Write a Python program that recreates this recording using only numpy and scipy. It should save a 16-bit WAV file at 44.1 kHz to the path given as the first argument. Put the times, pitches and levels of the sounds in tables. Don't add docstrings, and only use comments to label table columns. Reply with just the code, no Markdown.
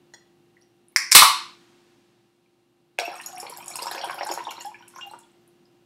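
import sys
import numpy as np
from scipy import signal
from scipy.fft import rfft, irfft, next_fast_len
from scipy.io import wavfile

SR = 44100
rng = np.random.default_rng(int(sys.argv[2]) if len(sys.argv) > 2 else 0)


def wav_out(sig):
    wavfile.write(sys.argv[1], SR, np.round(np.clip(np.atleast_2d(sig).T, -1, 1) * 32767).astype(np.int16))


def volts_from_decibels(level):
    exponent = np.asarray(level, float) / 20
    return 10 ** exponent


N = 258029

# (frequency [Hz], density [dB per Hz])
HUSH_COLOUR = [(30, -14), (60, -21), (88, -24.5), (112, -1.5), (200, -1), (330, -1.5), (420, -10.5),
               (800, -13.5), (2200, -22.5), (2800, -19.5), (5000, -27), (16000, -38)]
# (time [s], level [dB])
HUSH_LEVEL = [(0, -59), (1.0, -62.5), (1.4, -56.5), (2.05, -61), (2.35, -66), (2.95, -64.5), (3.2, -57.5),
              (3.9, -55.5), (5.85, -60.5)]
# (frequency [Hz], width [Hz], level [dB])
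FAN_LINES = [(59.3, 4, -17), (114.5, 5.5, -16.5), (349.2, 0.72, 3), (775, 1.7, -11.5), (2780, 15, -17),
             (13006, 3, -27)]
# (onset time [s], level [dB], fade [dB per s])
HISSES = [
    (0, -84, 19),
    (1.3, -56, 19.5),
    (4.9, -66, 15.5),
]

# (time [s], peak level [dB])
NAIL_TAP = (0.1375, -51)
# (frequency [Hz], level [dB], t60 [s])
CAN_MODES = [(924, 3, 0.12), (1880, 5, 0.046), (1950, 10, 0.056), (3365, 1, 0.059), (3420, -3, 0.061),
             (4230, 7, 0.03), (4870, -1, 0.03), (5600, 6, 0.032), (5670, 2, 0.035), (6760, 2, 0.054),
             (6750, -2, 0.06), (8440, -5, 0.061)]
# (time [s], peak level [dB], pitch [Hz], ring [cycles])
TICKS = [(0.568, -41.5, 1950, 35), (0.612, -51, 10100, 53), (0.615, -45, 4750, 26), (0.622, -48, 5700, 75),
         (0.884, -37, 9574, 40), (0.885, -40, 10400, 36), (0.891, -46.5, 10000, 30),
         (0.921, -50, 12200, 45), (0.921, -48, 14390, 46), (0.926, -58, 2180, 51), (0.921, -50, 13390, 45),
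         (2.46, -54, 2370, 33), (5.655, -48, 4996, 44)]

# (time [s], peak level [dB], low ring [Hz], tab ring level [dB], crack level [dB])
SNAPS = [
    (0.9612, 0, 2033, -1.5, -16),
    (1.1149, -18.5, 2603, -6, 0),
    (1.1185, -4, 2300, 3, -4.5),
    (1.1262, -8.5, 2309, 5, -5),
]
# (frequency [Hz], level [dB], t60 [s])
LID_MODES = [(1100, -19.5, 0.019), (2430, -4.5, .005), (5450, -14, 0.006), (1550, -10, .006),
             (3900, -20, .006), (6500, -15, .006)]
# (time [s], level [dB])
JET_LEVEL = [
    (1.113, -82.5),
    (1.119, -21),
    (1.143, -43),
    (1.151, 4),
    (1.172, -5),
    (1.2, -15),
    (1.25, -19),
    (1.3, -34.5),
    (1.4, -84),
]
# (frequency [Hz], density [dB per Hz])
JET_COLOUR = [(59, -64), (100, -39.5), (335, -20), (634, -31), (1100, -0.5), (1450, -14), (2220, 0),
              (3320, -8), (4020, 3.5), (4900, -6), (6840, -13), (8460, -6), (11900, -8), (16000, -19)]
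# (frequency [Hz], width [Hz], level [dB])
JET_RINGS = [(1290, 300, -15), (2400, 840, -27), (4250, 460, -14), (5630, 430, -14)]
# (time [s], peak level [dB], pitch [Hz], ring [cycles])
THUNKS = [
    (1.15, 0, 1050, 24),
    (1.2215, 12.5, 1127, 15),
    (1.229, -0.5, 965, 24),
]
# (time [s], peak level [dB], pitch [Hz], ring [cycles])
TABLE_KNOCKS = [
    (1.15, -24, 304.4, 8),
    (1.15, -44, 110, 4),
    (1.225, -36, 50, 5),
    (1.225, -30.5, 300, 8),
    (2.988, -50, 90, 5),
]
TAB_HZ, TAB_SAG_HZ_PER_S = 5800, 320000

# (time [s], level [dB])
STREAM_LEVEL = [
    (2.97, -59),
    (3.04, -44),
    (3.65, -45.5),
    (3.92, -36),
    (4.3, -42.5),
    (4.57, -48.5),
    (4.74, -57.5),
    (5.1, -54),
    (5.45, -91),
]
# (time [s], peak level [dB], pitch [Hz], ring [cycles])
SPLASH = [(2.983, -36, 910, 9.1), (2.983, -33.5, 2500, 22), (2.988, -20.5, 1640, 27),
          (2.988, -38, 3500, 40), (2.988, -23, 6500, 24), (2.988, -6.5, 7900, 4.2),
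          (2.997, -19.5, 3950, 29), (3.0, -9, 7700, 5.7), (2.996, -24, 2260, 35), (3.018, -25, 2370, 30),
          (2.998, -29.5, 4700, 70), (3.005, -28.5, 5600, 67), (3.16, -32, 1150, 15), (3.13, -33, 1100, 14),
          (3.48, -35, 1130, 16), (3.8, -31, 940, 14), (3.078, -22, 354, 6.8), (3.429, -27, 420, 8.5),
          (3.822, -26, 470, 7.4), (3.5, -27, 440, 7)]
# (time [s], peak level [dB], pitch [Hz])
GLUGS = [(2.988, -13, 686), (3.017, -20.5, 674), (3.078, -22, 684), (3.114, -31, 785), (3.142, -32, 729),
         (3.429, -28, 806), (3.451, -31, 857), (3.524, -40, 976), (3.788, -26.5, 960), (3.82, -27, 925),
         (3.868, -16.5, 884), (3.913, -22.5, 725), (3.948, -24.5, 960), (3.978, -25.5, 880),
         (4.004, -28, 705), (4.037, -19.5, 735), (4.072, -27, 735), (4.097, -16, 1034), (4.143, -32, 756),
         (4.18, -27, 775), (4.209, -16, 718), (4.266, -28, 826), (4.2905, -15, 877), (4.3125, -18, 800),
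         (4.375, -17.5, 890), (4.469, -21, 900), (4.511, -28, 870), (4.58, -29.5, 960),
         (4.961, -31.5, 1036), (5.135, -31, 899)]
# (time [s], peak level [dB], pitch [Hz])
PLOPS = [(3.193, -36, 1000), (3.566, -47, 739), (3.583, -36, 790), (3.641, -53, 950), (3.671, -51, 766),
         (3.703, -36.5, 734), (3.755, -31, 993), (3.857, -23, 896), (4.047, -32, 770), (4.11, -23, 1060),
         (4.23, -22.5, 730), (4.405, -38, 980), (4.481, -24.5, 840), (4.609, -44, 946), (4.65, -33.5, 820),
         (4.716, -39, 972), (4.793, -64, 810), (4.807, -46.5, 983), (4.937, -48.5, 1100),
         (4.985, -34.5, 1053), (5.03, -50, 796), (5.056, -45, 788), (5.112, -37.5, 856), (5.157, -41, 960)]
# (time [s], peak level [dB], pitch [Hz])
BUBBLES = [(2.987, -1, 2400), (3.1133, -42, 1690), (3.1306, -36.5, 1360), (3.1498, -37, 2540),
           (3.1988, -29, 2700), (3.4655, -32, 2320), (3.6264, -37, 2530), (3.7125, -35.5, 2370),
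           (3.912, -30, 1600), (3.947, -31, 1660), (4.013, -25, 3200), (4.0355, -29, 1570),
           (4.097, -26, 1540), (4.1845, -31, 1430), (4.2115, -32, 1040), (4.262, -31, 1560),
           (4.29, -34, 1560), (4.383, -35, 1530), (4.4726, -32, 1045), (4.508, -29, 2810),
           (4.6073, -33.5, 2860), (4.7435, -33, 2400), (4.9863, -36, 1474), (5.011, -29, 2800)]
# (time [s], peak level [dB], pitch [Hz])
BEADS = [(2.9877, -18, 3320), (3.235, -39, 4170), (3.2598, -34, 5620), (3.361, -40, 5670), (3.4, -31, 5390),
         (3.468, -35.5, 4300), (3.707, -40, 5600), (3.738, -33, 4280), (3.757, -29, 5300),
         (3.792, -29, 4160), (3.823, -23, 4900), (3.867, -30, 5250), (3.9122, -25.5, 4120),
         (3.981, -31, 5400), (4.0142, -27, 4540), (4.1889, -47, 5100), (4.2316, -27.5, 5400),
         (4.2894, -31, 4620), (4.3125, -23, 5340), (4.4383, -45, 5700), (4.4532, -39, 3450),
         (4.568, -37, 4140), (4.6049, -37, 4400), (4.6465, -40, 5370), (4.978, -35.5, 6170),
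         (5.011, -35, 3200), (5.0973, -46, 4160)]
# (time [s], peak level [dB], pitch [Hz])
BLIPS = [(3.2, -32, 1820), (3.2822, -48, 1430), (3.344, -58, 1510), (3.4269, -42, 2400),
         (3.6055, -42, 2400), (3.7561, -31, 2670), (3.8674, -39, 2200), (4.2096, -25, 1880),
         (4.365, -57, 2290), (4.383, -35, 1900), (4.392, -38, 2720), (4.51, -34.5, 2300), (4.61, -42, 1880),
         (4.6496, -46, 1680), (4.664, -44.5, 3320), (4.715, -56.5, 2450), (4.7444, -41, 1710),
         (4.8247, -49.5, 1485), (4.8247, -47, 3040), (4.8761, -51.5, 2650), (4.9379, -53, 1400),
         (5.139, -43, 1380), (5.2348, -58, 3400), (3.1819, -42, 5650), (3.5201, -46, 5640),
         (3.5376, -38.5, 4400), (3.573, -42, 5130), (3.6249, -48, 5490), (3.6813, -39, 5600),
         (4.1293, -35, 3270), (4.4934, -44, 3480), (4.5099, -35, 4260), (3.83, -22, 4750)]
# (time [s], peak level [dB], first pitch [Hz], last pitch [Hz],
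# length [s])
GULPS = [(3.194, -46, 1900, 2600, 0.014), (3.326, -35.5, 742, 736, 0.065), (3.378, -41, 750, 763, 0.024),
         (3.37, -42, 1740, 3340, 0.016), (3.465, -40.5, 2400, 3930, 0.0068),
         (4.039, -28.5, 887, 1010, 0.014), (3.868, -31, 950, 1000, 0.02), (3.788, -30.5, 997, 1026, 0.021),
         (3.52, -40, 988, 1000, 0.023), (3.603, -39.5, 910, 980, 0.011), (4.258, -31, 816, 893, 0.034),
         (4.645, -34.5, 779, 884, 0.058), (5.006, -39.5, 2830, 2776, 0.051),
         (5.066, -41.5, 770, 800, 0.021), (4.402, -29, 920, 1050, 0.014), (2.992, -30, 700, 694, 0.074),
         (3.051, -28.5, 2560, 2760, 0.013), (3.076, -39.5, 2600, 2700, 0.011),
         (3.085, -39, 690, 740, 0.042), (3.786, -35, 2300, 3060, 0.0116), (3.976, -32, 1890, 3000, 0.0094),
         (4.033, -33, 3000, 3620, 0.007), (4.042, -33.5, 2760, 3500, 0.0068),
         (4.185, -36, 2200, 3280, 0.01), (4.209, -36.5, 1650, 2800, 0.0159), (4.45, -35, 3900, 3200, 0.008),
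         (4.486, -36.5, 2500, 3700, 0.014), (4.948, -46, 5700, 6300, 0.008),
         (5.018, -54.5, 6000, 5700, 0.01), (5.135, -45.5, 997, 1510, 0.016),
         (4.233, -40.5, 4000, 4300, 0.011), (4.187, -42, 4600, 4700, 0.0078),
         (4.096, -35, 2000, 3200, 0.006)]
# (time [s], peak level [dB], pitch [Hz])
SPRAY = [(3.1552, -33, 8170), (3.2133, -33.5, 8700), (3.2617, -22, 6720), (3.3284, -40, 6760),
         (3.402, -32.5, 8900), (3.5, -36, 9600), (3.565, -33, 7500), (3.68, -28.5, 6860),
         (3.7247, -31, 7000), (3.7562, -19.5, 8350), (3.8233, -25.5, 8150), (3.8576, -29, 7340),
         (3.948, -33, 6330), (4.0425, -32, 9400), (4.0976, -51, 6760), (4.1425, -69, 9500),
         (4.2288, -42, 6830), (4.268, -37, 6900), (4.316, -22, 6830), (4.4407, -42, 7000),
         (4.508, -33, 7000), (4.5326, -63, 6640), (4.6088, -27.5, 7100), (4.8793, -40, 9410),
         (4.9826, -41, 6950), (5.1124, -39, 8300), (5.1905, -40, 7740)]
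# (time [s], peak level [dB], pitch [Hz])
MIST = [(3.052, -32.5, 11800), (3.1403, -44, 10100), (3.212, -37, 10300), (3.239, -39, 9700),
        (3.381, -28.5, 9500), (3.401, -29, 10200), (3.497, -29.5, 10500), (3.573, -28.5, 12300),
        (3.6597, -31.5, 9900), (3.68, -30, 9600), (3.703, -28, 9800), (3.7568, -21.5, 10240),
        (3.821, -25.5, 11200), (3.8585, -32, 9700), (3.913, -23, 10760), (4.045, -29.5, 9900),
        (4.077, -46, 11000), (4.1075, -33, 10000), (4.144, -29, 11000), (4.2487, -31.5, 11000),
        (4.2679, -29, 9300), (4.289, -47, 9500), (4.338, -24, 10350), (4.4398, -40.5, 9300),
        (4.507, -33, 11900), (4.6236, -40, 10000), (4.657, -32.5, 10700), (4.8826, -36, 10540),
        (5.067, -41, 13500), (5.4772, -46.5, 9760)]
# (time [s], peak level [dB], pitch [Hz])
STRAY_DROPS = [(3.1176, -39.5, 10200), (3.1909, -41, 9680), (3.3281, -41, 8800), (3.3545, -34, 10500),
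               (3.62, -37, 8700), (3.6446, -34, 9000), (4.018, -38, 8800), (4.602, -37, 12200),
               (4.8162, -58, 12200), (4.959, -41, 5750), (4.961, -42, 11600), (5.012, -40.5, 7400),
               (5.188, -38, 9700), (5.207, -52, 9700), (5.3158, -57, 8200), (5.4172, -63.5, 13900)]
# (frequency [Hz], level [dB], t60 [s])
JAR_MODES = [(772, -65, 0.094), (960, -47.5, 0.059), (2680, -62, 0.073), (5490, -35.5, 0.0054),
             (5620, -27.5, 0.016), (6810, -41.5, 0.045), (8350, -46, 0.044)]
GLUG_CYCLES, BUBBLE_CYCLES, BEAD_CYCLES, DROP_CYCLES = 14.4, 35.4, 47, 78
DAMPING_PER_DB = 0.4686
GURGLE_LINGERS_S, FIZZ_LINGERS_S = 0.13, 0.083
THROB_HZ, THROB_DEPTH = 56.7, 0.22
BROOD_S, BROOD_DB, BROOD_SPREAD, BROOD_CYCLES = 0.045, -5, 0.16, 46

# (frequency [Hz], t60 [s])
ROOM_T60 = [(100, 0.13), (500, 0.077), (800, 0.36), (1200, 0.42), (3500, 0.49), (8000, 0.37), (15000, 0.2)]
# (delay [s], level [dB])
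ECHOES = [(.0035, -14), (.007, -8.5), (.012, -16.5)]
POUR_TAIL_DB = -11.5


def rms_one(x):
    return x / np.sqrt(np.mean(x ** 2) + 1e-20)


def level_curve(rows):
    s, level_db = np.transpose(rows)
    return np.interp(np.arange(N) / SR, s, level_db)


def at_hz(points, hz):
    table_hz, values = np.array(points).T
    return np.interp(np.log(hz), np.log(table_hz), values)


def coloured(spectrum):
    size = next_fast_len(N)
    hz = np.maximum(np.arange(size // 2 + 1) * SR / size, 1)
    white = rfft(rng.standard_normal(size))
    return rms_one(irfft(white * volts_from_decibels(at_hz(spectrum, hz)), size)[:N])


def whine(rows):
    t = np.arange(N) / SR
    out = np.zeros(N)
    for hz, width, db in rows:
        wander = np.sqrt(2 * np.pi * width / SR) * np.cumsum(rng.standard_normal(N))
        out += volts_from_decibels(db) * np.sin(2 * np.pi * hz * t + wander)
    return out


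def hush():
    return volts_from_decibels(level_curve(HUSH_LEVEL) - 3.0) * (coloured(HUSH_COLOUR) + whine(FAN_LINES))


def seething():
    t = np.arange(N) / SR
    level = sum(volts_from_decibels(db - fade * (t - s)) * (t >= s) for s, db, fade in HISSES)
    return level * coloured([(300, -34.0), (900, 0), (4000, -3.5), (9000, -13.5), (16000, -33.0)])


def ring(x, hz, t60):
    radius = volts_from_decibels(-60 / (t60 * SR))
    angle = 2 * np.pi * min(hz, 20000) / SR
    poles = [1, -2 * radius * np.cos(angle), radius * radius]
    return signal.lfilter([0, np.sin(angle)], poles, x + 1e-18)


def add(out, s, sound):
    i = round(s * SR)
    out[i:i + len(sound)] += sound[:N - i]


def pops(rows, rise, attack_cycles):
    out = np.zeros(N)
    for (s, db, hz, cycles), climb in zip(rows, np.broadcast_to(rise, len(rows))):
        turns = np.arange(int(max(cycles, 1) / hz * SR) + 2) * hz / SR
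        bent_turns = turns + climb * (turns ** 2 / cycles - turns / 4)
        swell = np.sin(np.pi / 2 * np.minimum(turns / attack_cycles, 1)) ** 2
        add(out, s, volts_from_decibels(db - 60 * turns / cycles) * swell * np.sin(2 * np.pi * bent_turns))
    return out


def touches():
    out = pops(TICKS, rise=0, attack_cycles=4.0)
    tap_s, tap_db = NAIL_TAP
    contact = np.zeros(9000)
    contact[:130] = volts_from_decibels(tap_db - 21) * rng.standard_normal(130) * np.hanning(130)
    contact[290:340] = volts_from_decibels(tap_db - 20.0) * rng.standard_normal(50)
    add(out, tap_s - 0.001, sum(volts_from_decibels(db) * ring(contact, hz, t60) for hz, db, t60 in CAN_MODES))
    return out


def snaps():
    out, t = np.zeros(N), np.arange(2100) / SR
    body = sum(np.sin(2 * np.pi * hz * t) * volts_from_decibels(db - 60 * t / t60) for hz, db, t60 in LID_MODES)
    body *= np.minimum(t / 0.0006, 1)
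    tab_hz = TAB_HZ - TAB_SAG_HZ_PER_S * np.minimum(t, 0.005) / 2
    crack_band = signal.butter(2, [4000, 11000], "band", fs=SR)
    for s, db, low_hz, tab_db, crack_db in SNAPS:
        low = -1.6 * np.sin(2 * np.pi * low_hz * t) * volts_from_decibels(-60 * t / 0.0055) * np.minimum(t / 0.00054, 1)
        tab = np.sin(2 * np.pi * tab_hz * t) * volts_from_decibels(tab_db - 60 * t / 0.015) * np.minimum(t / 0.0008, 1)
        crack = signal.lfilter(*crack_band, rng.standard_normal(len(t)))
        crack *= volts_from_decibels(crack_db + 3.0 - 60 * t / 0.045)
        add(out, s, volts_from_decibels(db) * (low + tab + crack + body))
    return out


def whistles(rows):
    out = np.zeros(N)
    for hz, width, db in rows:
        t60 = np.log(1000) / np.pi / width
        out += volts_from_decibels(db) * rms_one(ring(rng.standard_normal(N), hz, t60))
    return out


def gas_jet():
    return volts_from_decibels(level_curve(JET_LEVEL)) * (coloured(JET_COLOUR) + whistles(JET_RINGS))


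def opening():
    return snaps() + gas_jet() + pops(THUNKS, rise=0, attack_cycles=1.7)


def ringing(rows, cycles):
    return [(s, db, hz, max(cycles * volts_from_decibels(-DAMPING_PER_DB * (db + 17.0)), 3)) for s, db, hz in rows]


def bubbles():
    rows = ringing(BUBBLES, BUBBLE_CYCLES) + ringing(BEADS, BEAD_CYCLES)
    rising = volts_from_decibels(-1.5) * pops(rows, rise=0.18, attack_cycles=2.5)
    return rising + volts_from_decibels(3.0) * pops(ringing(BLIPS, cycles=14.6), rise=0, attack_cycles=1.35)


def chirps():
    rows = [(s, db - 17, 0.96 * hz, 32) for s, db, hz in GLUGS]
    return pops(rows, rise=0.97, attack_cycles=2.0)


def glugs():
    pockets = volts_from_decibels(2.0) * pops(ringing(GLUGS + PLOPS, GLUG_CYCLES), rise=0.059, attack_cycles=1.21)
    thumps = [(s, db - 15.5, 0.61 * hz, 6.8) for s, db, hz in GLUGS[1:]]
    return pockets + chirps() + pops(thumps, rise=0.21, attack_cycles=0.35)


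def gulps():
    out = np.zeros(N)
    for s, db, first_hz, last_hz, length in GULPS:
        u = np.linspace(0, 1, int(length * SR))
        phase = 2 * np.pi * np.cumsum(first_hz + (last_hz - first_hz) * u) / SR
        swell = np.sin(np.pi * u ** 0.83)
        throb = 1 - THROB_DEPTH * np.cos(2 * np.pi * THROB_HZ * length * u)
        add(out, s, volts_from_decibels(db) * swell * throb * np.sin(phase))
    return out


def cracks(rows):
    out, n = np.zeros(N), np.arange(400)
    fade = volts_from_decibels(-60 * n / SR / 0.016) * np.minimum(n / 12, 1)
    for (s, db, hz), noise in zip(rows, rng.standard_normal((len(rows), 400))):
        band = signal.butter(2, [0.72 * hz, min(1.55 * hz, 19000)], "band", fs=SR, output="sos")
        add(out, s, volts_from_decibels(db) * rms_one(signal.sosfilt(band, noise * fade)) * fade)
    return out


def droplets():
    rows = [(s, db, hz, DROP_CYCLES) for s, db, hz in SPRAY + MIST + STRAY_DROPS]
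    rows += [(s + 0.00075, db - 6, 1.2 * hz, DROP_CYCLES) for s, db, hz in MIST]
    return volts_from_decibels(2.0) * pops(rows, rise=0.03, attack_cycles=5.5)


def grains(count, low_hz, high_hz, cycles, spread_db):
    when, size, pitch, length, slope = rng.random((count, 5)).T
    start = 2.99 + 2.45 * when
    level = spread_db * np.minimum(-np.log(size), 3)
    hz = low_hz * (high_hz / low_hz) ** pitch
    rows = np.c_[start, level, hz, cycles * (0.3 + 1.4 * length)]
    sound = pops(rows, rise=1.1 * slope ** 2 - 0.08, attack_cycles=1.63)
    return rms_one(sound) * np.sqrt(SR * 2.45 / N)


def cloud(rows, t60):
    marks = np.zeros(N)
    for s, db, _ in rows:
        marks[round(s * SR)] += volts_from_decibels(db)
    return signal.lfilter([1], [1, -volts_from_decibels(-60 / (t60 * SR))], marks)


def bubble_bed():
    flow_db = level_curve(STREAM_LEVEL)
    gurgle = volts_from_decibels(flow_db - 9.0) + volts_from_decibels(-32.0) * cloud(GLUGS, GURGLE_LINGERS_S)
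    bubbling = volts_from_decibels(flow_db - 11.5) + volts_from_decibels(-27.5) * cloud(GLUGS, t60=0.14)
    fizz = volts_from_decibels(flow_db - 24) + volts_from_decibels(-16.5) * cloud(SPRAY + MIST, FIZZ_LINGERS_S)
    slosh = volts_from_decibels(-25.5 + 0.21 * (flow_db + 48)) * cloud(GLUGS, t60=0.18)
    bed = gurgle * grains(count=400, low_hz=702, high_hz=1240, cycles=17.0, spread_db=2.5)
    bed += bubbling * grains(count=1900, low_hz=1097, high_hz=6080, cycles=40.7, spread_db=4.5)
    bed += volts_from_decibels(flow_db - 21.0) * grains(count=260, low_hz=5460, high_hz=5750, cycles=156.0, spread_db=11.5)
    bed += fizz * grains(count=1300, low_hz=6470, high_hz=13630, cycles=67.0, spread_db=6.0)
    bed += slosh * grains(count=420, low_hz=340, high_hz=640, cycles=11.2, spread_db=3.0)
    return bed


def pouring():
    water = pops(SPLASH, rise=0.016, attack_cycles=0.49)
    water += bubbles() + glugs() + gulps() + droplets() + bubble_bed()
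    water += volts_from_decibels(-25) * cracks(MIST + SPRAY + STRAY_DROPS) + volts_from_decibels(-19.0) * cracks(GLUGS)
    return water + sum(volts_from_decibels(db) * ring(water, hz, t60) for hz, db, t60 in JAR_MODES)


def brood(count):
    parents = BUBBLES[1:] + BEADS[1:] + SPRAY + MIST[:26] + [row[:3] for row in GULPS if row[2] > 1500]
    s, db, hz = np.repeat(np.array(parents), count, axis=0).T
    late, size, pitch = rng.random((len(s), 3)).T
    start = s + 0.003 + BROOD_S * late
    level = db + BROOD_DB - 10 * late - 8 * size
    young_hz = hz * (1 + BROOD_SPREAD * (2 * pitch - 0.8))
    young = np.c_[start, level, young_hz, BROOD_CYCLES * (0.6 + size)]
    return pops(young, rise=0.4 * pitch, attack_cycles=2.3)


def room(x, tail_db, near_db, echo_db):
    t = np.arange(int(0.7 * SR)) / SR
    edges = 60 * 2 ** np.arange(0, 8.6, 0.5)
    white = rng.standard_normal((3, len(t)))
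    tail = np.zeros(len(t))
    for k, (low, high) in enumerate(zip(edges, edges[1:])):
        octave_half = signal.butter(2, [low, high], "band", fs=SR, output="sos")
        t60 = at_hz(ROOM_T60, np.sqrt(low * high))
        tail += signal.sosfilt(octave_half, white[k % 2]) * volts_from_decibels(-60 * t / t60)
    tail *= 1 - np.exp(-(t / 0.019) ** 2)
    tail *= np.exp(-(t / 0.42) ** 8)
    near = white[2] * volts_from_decibels(-60 * t / 0.14) * (1 - np.exp(-(t / 0.005) ** 2))
    response = (volts_from_decibels(tail_db) * rms_one(tail) + volts_from_decibels(near_db) * rms_one(near)) / np.sqrt(len(t))
    response[0] += 1
    for s, db in ECHOES:
        smear = rng.standard_normal(80) * np.hanning(80)
        add(response, s, volts_from_decibels(db + echo_db) * rms_one(smear) / np.sqrt(80))
    return signal.fftconvolve(x, response)[:N]


def scene():
    near = room(opening(), tail_db=-8.5, near_db=-8.5, echo_db=-1.0)
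    near += room(touches() + pouring(), POUR_TAIL_DB, near_db=-7.0, echo_db=-3.0)
    near += room(brood(count=5), POUR_TAIL_DB, near_db=-6.0, echo_db=-3.0)
    radiated = signal.butter(3, [380, 17500], "band", fs=SR, output="sos")
    knocks = pops(TABLE_KNOCKS, rise=0, attack_cycles=0.6)
    return (signal.sosfilt(radiated, near) + knocks + seething() + hush())[None]


def roll_off(x):
    return signal.sosfilt(signal.butter(12, 16370, fs=SR, output="sos"), x)


def record(dry):
    thin = signal.sosfilt(signal.butter(2, 55, "high", fs=SR, output="sos"), dry)
    clipped = np.clip(thin, -0.9, 0.9)
    mix = signal.sosfilt(signal.ellip(10, 0.5, 70, 15750, fs=SR, output="sos"), clipped)
    mix = signal.lfilter(*signal.butter(1, 45, "high", fs=SR), mix)
    return roll_off(mix)


dry = scene()
out = record(dry)
wav_out(out)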